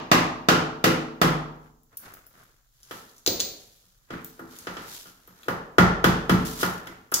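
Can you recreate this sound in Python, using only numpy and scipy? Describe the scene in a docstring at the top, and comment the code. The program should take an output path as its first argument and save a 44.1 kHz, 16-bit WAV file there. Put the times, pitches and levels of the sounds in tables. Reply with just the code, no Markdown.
"""A hammer drives a chisel into wall tile in a small bare bathroom: filtered clicks, booming wall modes.
After the first run of blows the chisel scrapes and is set at a second spot amid light knocks; gloves and
sleeves rustle (grainy noise), grit ticks, a shard drops and bounces (clacks with one high note).
A second run of blows follows, ending in rustle and sharp ticks. Faint air noise runs throughout;
the hard walls echo, and two spaced microphones with gain control pick it all up."""
import sys
import numpy as np
from scipy import signal
from scipy.fft import rfft, irfft
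from scipy.io import wavfile
from scipy.ndimage import uniform_filter1d

SR = 44100
rng = np.random.default_rng(int(sys.argv[2]) if len(sys.argv) > 2 else 0)


def how_loud(loudness_db):
    """Turn decibels into a plain amplitude multiplier (0 dB gives 1, 20 dB gives 10)."""
    steps = np.asarray(loudness_db, float) / 20
    return 10 ** steps


def store_pcm(level_fs):
    """Save levels as 16-bit WAV."""
    pcm = np.round(np.clip(level_fs, -1, 1) * 32767).astype(np.int16)
    wavfile.write(sys.argv[1], SR, np.atleast_2d(pcm).T)


N = 317520
LEAD = SR // 2  # samples of scene before time zero
MOVED_S = 1.8  # the chisel leaves the first spot

# blows and lighter knocks: (time [s], peak [dB], wall boom [dB],
# then relative to the knock: hollow [dB], crack [dB], fizz [dB])
BLOWS = [(-0.27, 2, -26.5, -15, -5, -30), (0.115, -2.5, -23.5, -12.5, -9, -24),
         (0.486, -3.5, -22, -11.5, -9, -24.5), (0.841, -5, -22.5, -6, -7.5, -17.5),
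         (1.215, -6.5, -22, -8.5, -11.5, -20), (2.910, -27.5, -50, -13, -6, -14),
         (3.838, -61.5, -68, -17, -8.5, -13), (4.105, -32.5, -35, 1.5, -11, -27),
         (4.394, -36.5, -46, 2.5, -23, -17), (4.670, -26, -43.5, -19, -9.5, -31.5),
         (4.768, -29.5, -55, -12, -6, -30), (5.057, -38.5, -60, -16, -3, -4.5),
         (5.277, -50.5, -56, -3, -13, -27), (5.46, -53, -65, 16, -20, -21),
         (5.483, -20, -32, -13.5, -16.5, -22), (5.783, -6, -10.5, -20, -15.5, -28),
         (6.042, -7, -12, -8, -9.5, -18), (6.295, -11.5, -12, -2, -10.5, -19),
         (6.63, -14.5, -27.5, -28, -11, -18), (6.869, -36, -48.5, -3, -7.5, -25.5),
         (7.121, -19, -55, -32.5, -9.5, -4)]
# brief tile modes: (frequency [Hz], level [dB], t60 [s])
TILE_MODES = [(455, -1.5, 0.013), (1000, -5.5, 0.0068), (1326, -2, 0.011), (1860, 3.5, 0.0033),
              (2455, -23, 0.0047), (3180, -12.5, 0.007), (6400, -18, 0.019)]
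# dry tonal knock of the tile, mostly direct, at the second spot: (frequency [Hz], level [dB], t60 [s])
DRY_KNOCK_MODES = [(1378, -4.5, .03), (1736, -8, .02)]
# crumbling glaze and grout, spectrum: (frequency [Hz], level [dB])
CRUMB_SPECTRUM = [(700, -35.5), (2500, 4), (4500, -9.5), (6500, -10.5), (10000, -10)]
# booming modes of wall and room: (frequency [Hz], t60 [s], level at first spot [dB], at second spot [dB])
WALL_MODES = [(46, 0.98, -11.5, -17), (72, 0.64, -16.5, -16), (101.8, 0.34, -10.5, -8),
              (102.5, 0.17, -14.5, -8.5), (119.1, 0.3, 1.5, -14), (128.8, 0.39, -15.5, -4),
              (152.65, 0.69, 0.5, -13), (152, 0.23, -3, -28), (172.8, 0.49, 5, -3.5),
              (183.6, 0.36, -3.5, 4), (189, 0.15, -6.5, -4.5), (216.7, 0.36, -14.5, -7.5),
              (231, 0.9, -10, -7), (252.4, 1, -7.5, -9), (263.7, 0.65, -10, -4), (302, 0.87, -13, -26),
              (325.5, 0.79, -6, -10), (334, .4, -1, 3), (384.3, 0.36, -10, -55), (397, 0.34, -8, -13),
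              (423, .35, 1, -65), (440, 1, -8.5, -7), (517, 0.22, -3.5, -7), (511.6, 0.5, -1, -25)]
# ticks of grit and chips, some with a close echo: (time [s], peak [dB], pitch [Hz])
TICKS = [(1.833, -47, 14700), (1.9708, -18, 14800), (1.9741, -22.5, 12600), (2.1383, -30, 13700),
         (2.2663, -34.5, 14700), (2.3798, -48, 12300), (2.4351, -42.5, 14350), (2.831, -36, 6500),
         (3.1657, -41, 6470), (3.1813, -40, 7050), (4.246, -21.5, 13000), (4.5875, -27.5, 6460),
         (5.2759, -35, 13000), (5.4324, -34.5, 2290), (6.451, -24.5, 5700), (6.8727, -28, 2010),
         (7.117, -20.5, 11800), (7.1399, -5.5, 6960), (7.1423, -2, 7100), (7.147, -18, 6460)]
# bounces of the dropped shard: (time [s], clack peak [dB], thud level [dB])
BOUNCES = [(3.2634, -2, -32), (3.2755, -2, -16), (3.2802, -6, -36), (3.2886, -27.5, -35.5),
           (3.301, -20, -36), (3.3971, -12, -46), (3.4022, -4, -37.5), (3.4077, -10.5, -50),
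           (3.4885, -30, -48)]
# clack spectrum of the shard: (frequency [Hz], level [dB])
CLACK_SPECTRUM = [(150, -32.5), (800, -11.5), (2000, -11.5), (3300, -9.5), (4300, 1), (5400, -6.5),
                  (6600, -2.5), (7600, -10.5), (9000, -15), (13000, -27.5), (16000, -15.5)]
# high note of the shard: (frequency [Hz], t60 [s])
SHARD_NOTE = (15000, .2)
# bin under the shard: (frequency [Hz], t60 [s])
BIN_THUD = (500, 0.0072)
# hand movements: (time of top [s], rise per 20 dB [s], fall per 20 dB [s], scrape [dB], rustle [dB])
MOVES = [(1.669, 0.096, 0.051, -58, -71), (1.935, 0.032, 0.076, -58, -74), (2.055, 0.073, 0.26, -47, -56.5),
         (2.14, .1, .2, -56, -68), (2.401, 0.21, 0.23, -57, -63), (2.95, 0.19, 0.335, -58.5, -51.5),
         (3.2, 0.29, .3, -75, -66), (3.62, 0.53, .5, -73.5, -57.5), (4.138, 0.037, 0.16, -38.5, -58.5),
         (4.276, 0.22, 0.49, -61, -58.5), (4.53, 0.087, 1, -54.5, -52), (4.86, 0.6, 0.25, -47.5, -57),
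         (4.945, 0.21, 0.18, -60, -41.5), (5.07, .04, 0.17, -58, -50.5), (5.45, 0.58, 0.16, -59.5, -60),
         (6.42, 0.21, 0.19, -40, -51.5), (6.46, 0.017, 0.31, -50, -37), (6.609, 0.059, 0.15, -40.5, -31),
         (6.88, .2, 0.22, -48, -60), (7.148, .01, 0.43, -40, -43.5)]
# floor under the movements: (scrape [dB], rustle [dB])
STIR_DB = (-90, -79)
# steel on grout, spectral density: (frequency [Hz], relative level [dB])
SCRAPE_SPECTRUM = [(150, 0), (400, -3.5), (900, -4.5), (1400, 2), (2000, -6.5), (3500, -17.5), (8000, -42)]
# cloth and falling dust, spectral density: (frequency [Hz], relative level [dB])
RUSTLE_SPECTRUM = [(590, -43.5), (1000, -4.5), (1110, -23), (1350, -14.5), (2560, -9), (3300, -2.5),
                   (9720, -4.5), (13400, -7), (16000, -9)]
# background air, spectral density: (frequency [Hz], relative level [dB])
AIR_SPECTRUM = [(12, -32), (20, 3), (44, -1.5), (60, -20.5), (127, -10), (187, -33.5), (410, -45.5),
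                (642, -40.5), (2600, -48.5), (7310, -31.5), (7950, -38.5), (10800, -39), (16000, -32.5)]
# reverberation: (frequency [Hz], t60 [s])
ROOM_T60 = [(100, 0.97), (260, 0.63), (700, 0.74), (1840, 0.56), (4850, 0.5), (8000, 0.42), (12800, 0.29)]
# left-right likeness of a diffuse field: (frequency [Hz], correlation [-1..1])
LIKENESS = [(30, 0.79), (100, 0.84), (200, 0.9), (550, 0.69), (900, -0.18), (1650, -0.068), (5000, -0.044)]
# microphone response: (frequency [Hz], gain [dB])
MIC_RESPONSE = [(20, -4.5), (100, 2), (3000, 2.5), (7000, 4), (8500, -2.5), (12000, 5), (15700, 3),
                (16100, -25)]


def read(points, hz):
    """Interpolates a table on a log-frequency axis."""
    f, value = np.transpose(points)
    return np.interp(np.log(hz + 1), np.log(f + 1), value)


def evened(x):
    """Scales to rms 1."""
    return x / np.sqrt(np.mean(x ** 2) + 1e-20)


def peaked(x):
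    """Scales to peak 1."""
    return x / np.max(abs(x))


def colour(x, points):
    """Filters by a (frequency [Hz], gain [dB]) table, zero phase."""
    size = x.shape[-1]
    gain = how_loud(read(points, np.fft.rfftfreq(size, 1 / SR)))
    return irfft(rfft(x) * gain, size)


def pulse(points, size=2048):
    """Minimum-phase click: the given spectrum, nothing before its start."""
    log_gain = np.log(how_loud(read(points, abs(np.fft.fftfreq(size, 1 / SR)))))
    spectrum = np.exp(np.conj(signal.hilbert(log_gain)))
    return np.fft.ifft(spectrum).real[:size // 2]


def ring(modes, t, spread=0.065):
    """Dying sines, retuned at random by the relative spread at every strike."""
    hz, db, t60 = np.transpose(modes)[:, :, None]
    shift = 1 + spread * rng.standard_normal((len(modes), 1))
    return (how_loud(db - 60 * t / t60) * np.sin(2 * np.pi * hz * shift * t)).sum(0)


def burst(t, t60_s):
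    """Exponentially dying noise."""
    return rng.standard_normal(len(t)) * how_loud(-60 * t / t60_s)


def pair(size):
    """Two noises, alike in the bass as close microphones hear a diffuse field."""
    a, b = rfft(rng.standard_normal((2, size)))
    same = np.clip(read(LIKENESS, np.fft.rfftfreq(size, 1 / SR)), -1, 1)
    return irfft([a, same * a + np.sqrt(1 - same ** 2) * b], size)


def add(mix, time_s, sound):
    """Mixes a sound in at its time, cut at the end of the mix."""
    part = mix[..., LEAD + round(time_s * SR):][..., :sound.shape[-1]]
    part += sound[..., :part.shape[-1]]


def blows(roomy, close, boom):
    """Steel on steel cracks, grout crumbles, the tile rings briefly, and the wall booms."""
    hollow_from_hz = 230  # modes from here up follow the hollowness of the blow
    mode_spread_db = 2.5  # from blow to blow
    crunch_db, crunch_per_s, crunch_t60_s = -11.5, 550, 0.12
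    t, after = np.arange(2048) / SR, np.arange(SR // 8) / SR
    crumb = peaked(pulse(CRUMB_SPECTRUM))
    wall = booms()
    mode_hz, _, *spot_db = np.transpose(WALL_MODES)
    for time_s, db, boom_db, hollow_db, crack_db, fizz_db in BLOWS:
        moved = time_s > MOVED_S
        body = how_loud(-22.5) * ring(TILE_MODES, t)
        body[0] += 1  # the blow itself
        spectrum = [(40, -31), (150, -10.5), (420, -8), (750, -5), (1100, -4.5), (1500, -4.5),
                    (2500, crack_db + 9), (4500, crack_db), (7000, crack_db - 6.0), (12000, fizz_db)]
        knock = peaked(signal.fftconvolve(body, pulse(spectrum)))
        add(roomy, time_s, how_loud(db) * knock)
        add(close, time_s, moved * how_loud(db) * ring(DRY_KNOCK_MODES, t, spread=0.034))

        falls = rng.random(len(after)) < crunch_per_s / SR
        crumbs = signal.fftconvolve(burst(after, crunch_t60_s) * falls, crumb)
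        add(roomy, time_s, how_loud(db + crack_db + crunch_db) * crumbs)

        drive_db = np.where(mode_hz < hollow_from_hz, boom_db, db + hollow_db - 10)
        vary_db = mode_spread_db * rng.standard_normal(len(mode_hz))
        add(boom, time_s, how_loud(drive_db + spot_db[int(moved)] + vary_db) @ wall)


def booms():
    """Low modes: neighbours start opposed, so the boom swells; the higher, the more the microphones differ."""
    t = np.arange(SR) / SR
    hz, t60 = np.transpose(WALL_MODES)[:2, :, None]
    apart_rad = rng.choice([-1, 1], hz.shape) * hz / 900
    decay = how_loud(-60 * t / t60)
    waves = np.array([decay * np.sin(2 * np.pi * hz * t + side * apart_rad) for side in (1, -1)])
    polarity = (-1.) ** np.arange(len(WALL_MODES))[:, None]
    return waves * (1 - np.exp(-t / 0.024)) * polarity


def ticks(grit):
    """Each tick is a click with a pitch, smeared by a short spit of noise."""
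    t = np.arange(1024) / SR
    for time_s, db, hz in TICKS:
        click = pulse([(hz / 16, -50), (hz / 4, -24), (hz / 2, -12), (hz, 0), (hz * 2, -10), (hz * 4, -15)])
        tick = peaked(signal.fftconvolve(click, burst(t, t60_s=0.0073)))
        add(grit, time_s, how_loud(db) * tick)


def shard(roomy, close):
    """A stiff little piece clacks, keeps one very high note ringing, and thuds the bin it lands on."""
    note_db = -22  # relative to the clack
    note_hz, note_t60_s = SHARD_NOTE
    thud_hz, thud_t60_s = BIN_THUD
    t, click = np.arange(SR // 3) / SR, pulse(CLACK_SPECTRUM)
    for time_s, db, thud_db in BOUNCES:
        clack = peaked(signal.fftconvolve(click, burst(t[:256], t60_s=0.0007)))
        note = ring([(note_hz, note_db, note_t60_s)], t, spread=0.0005)
        add(close, time_s, how_loud(db) * clack)
        add(close, time_s, how_loud(db) * note)
        thud = ring([(thud_hz, thud_db, thud_t60_s)], t, spread=0.16)
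        add(roomy, time_s, thud * np.minimum(t / 0.0014, 1))  # soft onset


def hands():
    """Grainy scraping of steel on grout and the wider rustle of cloth and falling dust."""
    t, out = np.arange(N) / SR, np.zeros((2, N))
    top, rise, fall, *peak_db = np.transpose(MOVES)[:, :, None]
    swells = how_loud(-20 * np.maximum((top - t) / rise, (t - top) / fall))
    spectra, grain_depths_db = (SCRAPE_SPECTRUM, RUSTLE_SPECTRUM), (3.0, 2.4)  # depth: rms
    for db, stir_db, spectrum, grain_db in zip(peak_db, STIR_DB, spectra, grain_depths_db):
        level = how_loud(stir_db) + (how_loud(db) * swells).max(0)
        grains = how_loud(grain_db * evened(uniform_filter1d(rng.standard_normal(N), 120)))
        out += uniform_filter1d(level, 300) * evened(colour(pair(N) * grains, spectrum))
    return out


def room(x):
    """Dense echoes: strong early ones, then a tail dying band by band; one pattern per chisel spot."""
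    t, hz = np.arange(SR) / SR, np.fft.rfftfreq(SR, 1 / SR)
    first_spot = np.arange(len(x)) < LEAD + MOVED_S * SR
    out = np.zeros((2, len(x)))
    centres_hz = np.array(ROOM_T60)[:, 0]
    bands = [read(np.c_[centres_hz, one], hz) for one in np.eye(len(ROOM_T60))]
    onset = np.clip((t - 0.0008) / 0.00017, 0, 1)
    early = 1 + how_loud(5.5) * how_loud(-60 * t / 0.026)  # near tiles
    for spot in (first_spot, ~first_spot):
        noise = rfft(pair(SR))
        tail = sum(irfft(noise * band, SR) * how_loud(-60 * t / t60) for band, (_, t60) in zip(bands, ROOM_T60))
        tail *= onset * early / np.linalg.norm(tail[0])
        out += signal.fftconvolve((x * spot)[None], tail, axes=1)[:, :len(x)]
    return out


def air():
    """Steady coloured noise, nearly independent between the microphones in the treble."""
    return how_loud(-64) * evened(colour(pair(N), AIR_SPECTRUM))


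def scene():
    """Direct sound reaches the left microphone first; ticks and clacks excite less echo than blows."""
    right_lag_samples, right_db = 13, -2.5
    roomy, close, grit = np.zeros((3, N + LEAD))
    boom = np.zeros((2, N + LEAD))
    blows(roomy, close, boom)
    ticks(grit)
    shard(roomy, close)
    source = roomy + close + grit
    direct = np.array([source, how_loud(right_db) * np.roll(source, right_lag_samples)])
    echoes = room(how_loud(12) * roomy + how_loud(-2.5) * close + how_loud(-1) * grit)
    struck = direct + echoes + boom
    return struck[:, LEAD:] + hands() + air()


def low_pass(x):
    """Removes everything above the highest recorded frequency."""
    return signal.sosfilt(signal.butter(12, 16820, fs=SR, output="sos"), x)


def record(dry):
    """Microphone colour, gain control that ducks at once and recovers slowly, soft ceiling."""
    threshold_db, held_fall_db_per_s = -11.0, 14.0
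    gain_db, duck_db_per_db = -1, 0.11
    x = colour(dry, MIC_RESPONSE)
    power_db = 10 * np.log10(abs(uniform_filter1d((x ** 2).mean(0), 300)) + 1e-12)
    fall_db = np.arange(N) * held_fall_db_per_s / SR
    held_db = np.maximum.accumulate(power_db + fall_db) - fall_db
    over_db = np.maximum(held_db - threshold_db, 0)
    mix = np.tanh(x * how_loud(gain_db - duck_db_per_db * uniform_filter1d(over_db, 150)))
    return low_pass(mix)


dry = scene()
out = record(dry)
store_pcm(out)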